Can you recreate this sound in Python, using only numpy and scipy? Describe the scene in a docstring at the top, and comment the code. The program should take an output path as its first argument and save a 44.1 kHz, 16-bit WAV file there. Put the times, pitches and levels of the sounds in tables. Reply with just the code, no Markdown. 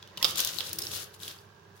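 """A kitchen, close up: a hand digs into dried chillies in a steel bowl, lifts them, lets them slide back.
The hollow pods snap and ring briefly, their papery skins crackle, and the heap shifts in the bowl.
A pod rubs the steel and makes it sing. The room adds a short echo and the low hum of an appliance."""
import sys
import numpy as np
from scipy import signal
from scipy.fft import rfft, irfft, next_fast_len
from scipy.io import wavfile
from scipy.ndimage import uniform_filter1d, map_coordinates

SR = 44100
rng = np.random.default_rng(int(sys.argv[2]) if len(sys.argv) > 2 else 0)


def dump_mix(stems):
    """Bounce the given channels to the path in sys.argv[1] as a 16-bit WAV at rate SR."""
    frames = np.atleast_2d(stems).T  # one column per channel
    limited = np.clip(frames, -1, 1)  # hard clip at full scale
    pcm = np.round(limited * 32767).astype(np.int16)
    wavfile.write(sys.argv[1], SR, pcm)


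N = 79380  # 1.8 s


def snaps():
    """Each snap rings a hollow pod and cracks its skin; hard ones thud into the heap."""
    # start_s, body_db, pitch_hz, ring_t60_s, crack_db, pan_db
    events = [(0.0266, -40, 3380, 0.0098, -58, 1), (0.0745, -49.5, 3120, 0.011, -54, 1),
              (0.1734, -28.5, 3710, 0.0067, -38.5, -8), (0.1778, -31, 3000, 0.0093, -43.5, 5.5),
              (0.2268, -21.5, 3280, 0.0057, -24.5, -3), (0.2281, -23, 3240, 0.012, -23, -9),
              (0.2449, -12, 4650, 0.0078, -22.5, -7.5), (0.251, -17, 3270, 0.0087, -24, -6.5),
              (0.3075, -39, 3420, 0.0052, -35, 6), (0.3572, -41, 4970, 0.0064, -29.5, -1),
              (0.373, -25.5, 7270, 0.0078, -42, 1), (0.3807, -25.5, 7300, 0.007, -32, 5),
              (0.401, -26, 3350, 0.0094, -39, -2.5), (0.4031, -26, 5100, 0.0047, -21, 2),
              (0.4478, -25.5, 5580, 0.0084, -24.5, 7.5), (0.473, -26.5, 6830, 0.012, -30.5, -1),
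              (0.4902, -33, 5600, 0.0065, -38, -1), (0.5433, -38, 6430, 0.009, -40, 7),
              (0.5856, -26, 4320, 0.0081, -33.5, 12), (0.59, -38.5, 3530, 0.007, -36.5, 6),
              (0.605, -24, 3450, 0.0074, -38.5, -13), (0.6072, -29.5, 3140, 0.016, -38.5, -3),
              (0.669, -38, 5450, 0.007, -44, 9.5), (0.6925, -38, 3500, 0.0058, -46, 8.5),
              (0.73, -41, 7300, 0.0064, -28, 0), (0.7317, -42, 5160, 0.007, -33, 1),
              (0.7577, -47, 3880, 0.0057, -42.5, 1.5), (0.7865, -42.5, 4984, 0.017, -25, -3),
              (0.7892, -36.5, 5020, 0.027, -31.5, 0), (0.8192, -34, 5500, 0.007, -30.5, -1),
              (0.823, -35.5, 5140, 0.024, -37.5, -3.5), (0.8365, -33, 5400, 0.0077, -56, -9),
              (0.8684, -30, 5540, 0.012, -49.5, -6), (0.915, -32.5, 3490, 0.0074, -36.5, 1),
              (0.9502, -39, 3800, 0.0081, -38, 1.5), (1.141, -47.5, 3980, 0.0094, -51, 1),
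              (1.2018, -50, 3430, 0.01, -51.5, 2), (1.2323, -37, 4000, 0.01, -40, 1),
              (1.2793, -34, 3140, 0.011, -35.5, -2.5), (1.3107, -42, 4370, 0.01, -48, -1),
              (1.3867, -48.5, 4620, 0.011, -71, -9)]
    # pod modes: pitch_ratio, level_db, t60_ratio
    pod_modes = [(.78, -13, 0.87), (1.001, 2, 1), (1.17, -10, 0.89), (1.4, -13, 0.52), (1.75, -14.5, 0.61)]
    # noise spectra of shell, crack and thud: freq_hz, level_db
    shell_shape = [(1500, -28.5), (2400, -18.5), (3000, -6.5), (3500, 3.5), (4400, -2.5), (5700, -4),
                   (7000, -9), (16000, -39.5)]
    crack_shape = [(2000, -22), (5000, -3.5), (8000, -2), (12000, -1.5), (16000, -2)]
    thud_shape = [(150, -15.5), (350, -7), (600, 0), (950, -1), (1150, 6), (1330, 5), (1600, -13),
                  (2300, -5), (3500, -20)]
    attack_s, drift_step_rad = 0.00036, 0.091
    hard_snap_db, thud_db_per_db = -13.5, 0.49
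    t = np.arange(SR // 20) / SR

    def fade(t60_s):
        return amp(-60 * t / t60_s) * (1 - np.exp(-t / attack_s))

    def burst(shape, t60_s):
        return unit(colour(rng.standard_normal((2, len(t))), shape)) * fade(t60_s)

    def rough_sine(hz):
        phase = 2 * np.pi * rng.random() + drift_step_rad * np.cumsum(rng.standard_normal(len(t)))
        return np.sin(2 * np.pi * hz * t + phase)

    out = np.zeros((2, N + SR))
    for start_s, body_db, pitch_hz, ring_t60_s, crack_db, pan_db in events:
        ring = sum(amp(level_db) * fade(ring_t60_s * t60_ratio) * rough_sine(pitch_hz * pitch_ratio)
                   for pitch_ratio, level_db, t60_ratio in pod_modes)
        thud = amp(-12.5 + thud_db_per_db * (body_db - hard_snap_db)) * burst(thud_shape, t60_s=0.039)
        shell = amp(1) * burst(shell_shape, t60_s=0.012)
        body = amp(body_db) * (amp(6) * ring + shell + thud)
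        crack = amp(crack_db + 9.5) * burst(crack_shape, t60_s=0.014)
        start = int(start_s * SR)
        out[:, start:start + len(t)] += sides(pan_db) * (body + crack)
    return out[:, :N]


def rustle():
    """Pods tick together, skins crackle and the heap shifts in the bowl."""
    # pod-on-pod rubbing and papery treble: time_s, level_db
    stir_levels = [(0, -59.5), (.16, -60.5), (.2, -50), (.24, -41), (.3, -36), (.345, -43.5), (.4, -29),
                   (.44, -36.5), (.48, -34), (.54, -45), (.6, -40.5), (.68, -42), (.74, -45.5), (.775, -54),
                   (.81, -43), (.85, -44.5), (.9, -47.5), (.94, -37.5), (1.02, -43.5), (1.085, -60),
                   (1.14, -60.5), (1.18, -65), (1.23, -46), (1.31, -45), (1.36, -59.5), (1.42, -66.5),
                   (1.5, -67.5), (1.74, -69), (1.8, -63)]
    skin_levels = [(0, -76), (.165, -76), (.18, -66), (.205, -61), (.213, -49), (.222, -55), (.24, -47.5),
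                   (.3, -37.5), (.345, -57), (.385, -28.5), (.42, -37.5), (.46, -43), (.52, -44),
                   (.58, -43.5), (.63, -48), (.675, -41), (.715, -50.5), (.75, -54), (.775, -60),
                   (.81, -50), (.85, -42.5), (.9, -47), (.94, -37), (1.0, -42), (1.04, -44.5), (1.085, -72),
                   (1.115, -72.5), (1.145, -51.5), (1.18, -70.5), (1.22, -46), (1.3, -49), (1.36, -61.5),
                   (1.41, -63.5), (1.47, -76), (1.74, -78.5), (1.77, -60), (1.8, -72)]
    # spectra of ticks, skins and heap: freq_hz, level_db
    tick_shape = [(1000, -15.5), (2200, -10), (3000, 1), (3500, 2.5), (4400, -0.5), (5600, -2.5),
                  (7000, -5.5), (10000, -26.5), (16000, -26.5)]
    skin_shape = [(1500, -15.5), (4000, -1.5), (6500, 2.5), (8000, 0), (9500, -1.5), (11000, 3.5),
                  (13000, -1.5), (16000, -3)]
    heap_shape = [(60, -28), (150, -13), (260, -8), (450, 3), (850, -5), (1100, -1), (1330, 0), (1600, 1.5),
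                  (1900, -6), (3000, -7), (6000, -36.5)]
    usual_stir_db, heap_db_per_db = -42, 0.54
    ticks = crackle(tick_shape, per_s=650, spread_db=3.5, t60_s=0.006, lean_db=6.5, bed_power=0.33)
    skin = crackle(skin_shape, per_s=1600, spread_db=5, t60_s=0.00477, lean_db=3.5, bed_power=0.35)
    heap = crackle(heap_shape, per_s=260, spread_db=1, t60_s=0.018, lean_db=-3, bed_power=0.63)
    stir_db = curve(stir_levels)
    heap_db = usual_stir_db + heap_db_per_db * (stir_db - usual_stir_db)
    return (amp(stir_db - 1) * ticks * sides(pan_db=4.5)
            + amp(curve(skin_levels) + 2.5) * skin * sides(pan_db=6)
            + amp(heap_db - 8.5) * heap * sides(pan_db=-7))


def crackle(shape, per_s, spread_db, t60_s, lean_db, bed_power):
    """Tiny random noise bursts over a steady bed; stereo, rms 1. Positive lean_db favours the right."""
    when, strength, place = rng.random((8000, 3))[:int(per_s * N / SR)].T
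    size = amp(spread_db * np.minimum(-np.log(1 - strength), np.pi))  # capped exponential spread
    lean = amp(lean_db * (place - 1))
    starts = (when * N).astype(int)
    hits = np.array([np.bincount(starts, gain ** 2, N) for gain in (size * lean, size / lean)])
    power_decay = amp(-60 * np.arange(SR // 20) / SR / t60_s) ** 2
    power = np.abs(signal.fftconvolve(hits, power_decay[None], axes=1)[:, :N])
    power /= np.abs(uniform_filter1d(power.mean(0), SR // 20)) + 1e-9  # levelled over 50 ms
    noise = rng.standard_normal((3, N))
    carrier = noise[:2] + 0.34 * noise[2]  # partly common to both sides
    return unit(colour(np.sqrt(power + bed_power) * carrier, shape))


def bowl():
    """A rubbing pod makes the bowl sing, skin squeaks on the steel, and the hand shakes it dully."""
    # pod rubbing on steel: time_s, level_db
    rub_levels = [(0, -71), (.11, -68.5), (.135, -55), (.17, -56.5), (.205, -55.5), (.22, -43.5),
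                  (.232, -44.5), (.25, -63.5), (.33, -85)]
    # bowl modes: pitch_hz, width_hz, level_db
    bowl_modes = [(570, 130, -9), (936, 50, 2), (994, 60, 4), (1330, 100, -12.5), (1910, 195, -11)]
    # handling: time_s, level_db
    shake_levels = [(0, -69), (.18, -57), (.3, -53), (.5, -57), (.62, -60), (.75, -52.5), (.9, -52.5),
                    (1.0, -57), (1.1, -73), (1.25, -58.5), (1.45, -73), (1.8, -68)]
    # handling spectrum: freq_hz, level_db
    shake_shape = [(45, -23), (70, 0), (130, -0.5), (200, -2), (260, -14), (340, -1.5), (480, -7),
                   (800, -28.5), (2000, -51)]
    # start_s, length_s, pitch_hz, level_db
    squeaks = [(.211, .013, 1930, -43), (0.214, 0.025, 1012, -42)]
    f, t = np.fft.rfftfreq(N, 1 / SR), np.arange(N) / SR
    response = sum((-1) ** k * amp(db) * 1j * f * width_hz / (hz * hz - f * f + 1j * f * width_hz)
                   for k, (hz, width_hz, db) in enumerate(bowl_modes))
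    rub = unit(irfft(rfft(rng.standard_normal(N)) * response, N))
    shake = unit(colour(rng.standard_normal(N), shake_shape))
    out = amp(curve(rub_levels)) * rub + amp(curve(shake_levels)) * shake
    for start_s, length_s, pitch_hz, level_db in squeaks:
        arch = np.sin(np.pi * np.clip((t - start_s) / length_s, 0, 1))
        out += amp(level_db) * arch * np.sin(2 * np.pi * pitch_hz * t + 0.5 * wobble(400))
    return out * sides(pan_db=-1.5)


def kitchen_echo(x):
    """Diffuse tail, each frequency dying at its own rate."""
    # freq_hz, t60_s
    decay_times = [(100, 0.1), (300, 0.44), (1000, 0.6), (4000, 0.28), (9000, 0.24), (16000, 0.33)]
    hz, t, spectra = signal.stft(rng.standard_normal((2, SR // 2)), SR, nperseg=256)
    decay = amp(-60 * t / along(decay_times, hz)[:, None])
    tail = signal.istft(spectra * decay, SR, nperseg=256)[1]
    return signal.fftconvolve(x, tail / np.linalg.norm(tail[0]), axes=1)[:, :N]


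def room_air():
    """Steady air noise, alike on both sides in the bass."""
    # air spectrum: freq_hz, level_db
    air_shape = [(15, -58), (25, -35), (70, -11.5), (84, -3.5), (145, -3.5), (223, -7.5), (263, -24.5),
                 (394, -6), (531, -19.5), (575, -6.5), (624, -18.5), (936, -9), (1070, -12), (1480, -19.5),
                 (1610, -7.5), (2000, -30), (5880, -28.5), (12200, -53), (16000, -30.5)]
    # left-right likeness: freq_hz, correlation
    likeness = [(100, 1), (300, .85), (800, 0), (2000, 0), (8000, 0.2)]
    air = colour(rng.standard_normal((2, N)), air_shape)
    mid = colour(air[0], [(hz, 10 * np.log10(1 + min(c, 0.99))) for hz, c in likeness])
    side = colour(air[1], [(hz, 10 * np.log10(1 - min(c, 0.99))) for hz, c in likeness])
    return amp(-57.5) * unit(np.array([mid + side, mid - side]))


def appliance_hum():
    """Faint tones wavering in level and phase."""
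    # pitch_hz, rms_db
    tones = [(97, -63), (400, -68), (437, -74.5), (1600, -78.5)]
    t = np.arange(N) / SR
    out = np.zeros(N)
    for pitch_hz, rms_db in tones:
        peak = np.sqrt(2) * amp(rms_db + 2.84 * wobble(8.9))
        out += peak * np.sin(2 * np.pi * pitch_hz * t + 0.6 * wobble(9.44))
    return out


def amp(db):
    """Decibels to gain."""
    return 10 ** (np.asarray(db) / 20)


def unit(x):
    """Scale to rms 1."""
    return x / np.sqrt(np.mean(x ** 2) + 1e-20)


def along(points, hz):
    """Read (freq_hz, value) points on a log frequency axis."""
    freqs_hz, values = np.transpose(points)
    return np.interp(np.log(hz + 1), np.log(freqs_hz + 1), values)


def curve(points):
    """(time_s, value) points to one value per sample."""
    return np.interp(np.arange(N) / SR, *np.transpose(points))


def wobble(knots_per_s):
    """Smooth random curve."""
    knots = rng.standard_normal(int(N * knots_per_s / SR) + 4)
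    return map_coordinates(knots, [np.arange(N) * knots_per_s / SR])


def sides(pan_db):
    """Constant-power stereo gains; pan_db is left minus right."""
    return unit(amp([[pan_db / 2], [-pan_db / 2]]))


def colour(x, shape):
    """Minimum-phase filter through (freq_hz, level_db) points."""
    n_fft = next_fast_len(x.shape[-1] + 4096)
    gain = amp(along(shape, np.fft.rfftfreq(n_fft, 1 / SR)))
    cepstrum = irfft(np.log(gain), n_fft)
    cepstrum[1:n_fft // 2] *= 2
    cepstrum[n_fft // 2 + 1:] = 0
    return irfft(rfft(x, n_fft) * np.exp(rfft(cepstrum)), n_fft)[..., :x.shape[-1]]


def scene():
    """Chillies and echo at two microphones, the right shaded in the treble, over air and hum."""
    # right microphone response: freq_hz, gain_db
    right_mic = [(100, 0), (5500, 1), (6700, -8), (7400, -19), (8200, -12), (10200, -10.5), (11800, -4.5),
                 (16000, -9.5)]
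    snapping = snaps()
    stirring = rustle() + bowl()
    echo = kitchen_echo(amp(-6) * snapping + amp(-8.5) * stirring)
    left, right = snapping + stirring + echo
    background = (room_air() + appliance_hum()) * sides(pan_db=-4.5)
    return np.array([left, colour(right, right_mic)]) + background


def record(dry):
    """Low cut, soft clip, band limit."""
    low_cut_hz, ceiling, top_hz = 49, 0.88, 15900
    thinned = signal.sosfilt(signal.butter(4, low_cut_hz, "highpass", fs=SR, output="sos"), dry)
    clipped = thinned / (1 + (thinned / ceiling) ** 8) ** (1 / 8)
    n_fft = next_fast_len(N + SR // 2)
    passband = np.fft.rfftfreq(n_fft, 1 / SR) < top_hz
    return irfft(rfft(clipped, n_fft) * passband, n_fft)[:, :N]


dry = scene()
out = record(dry)
dump_mix(out)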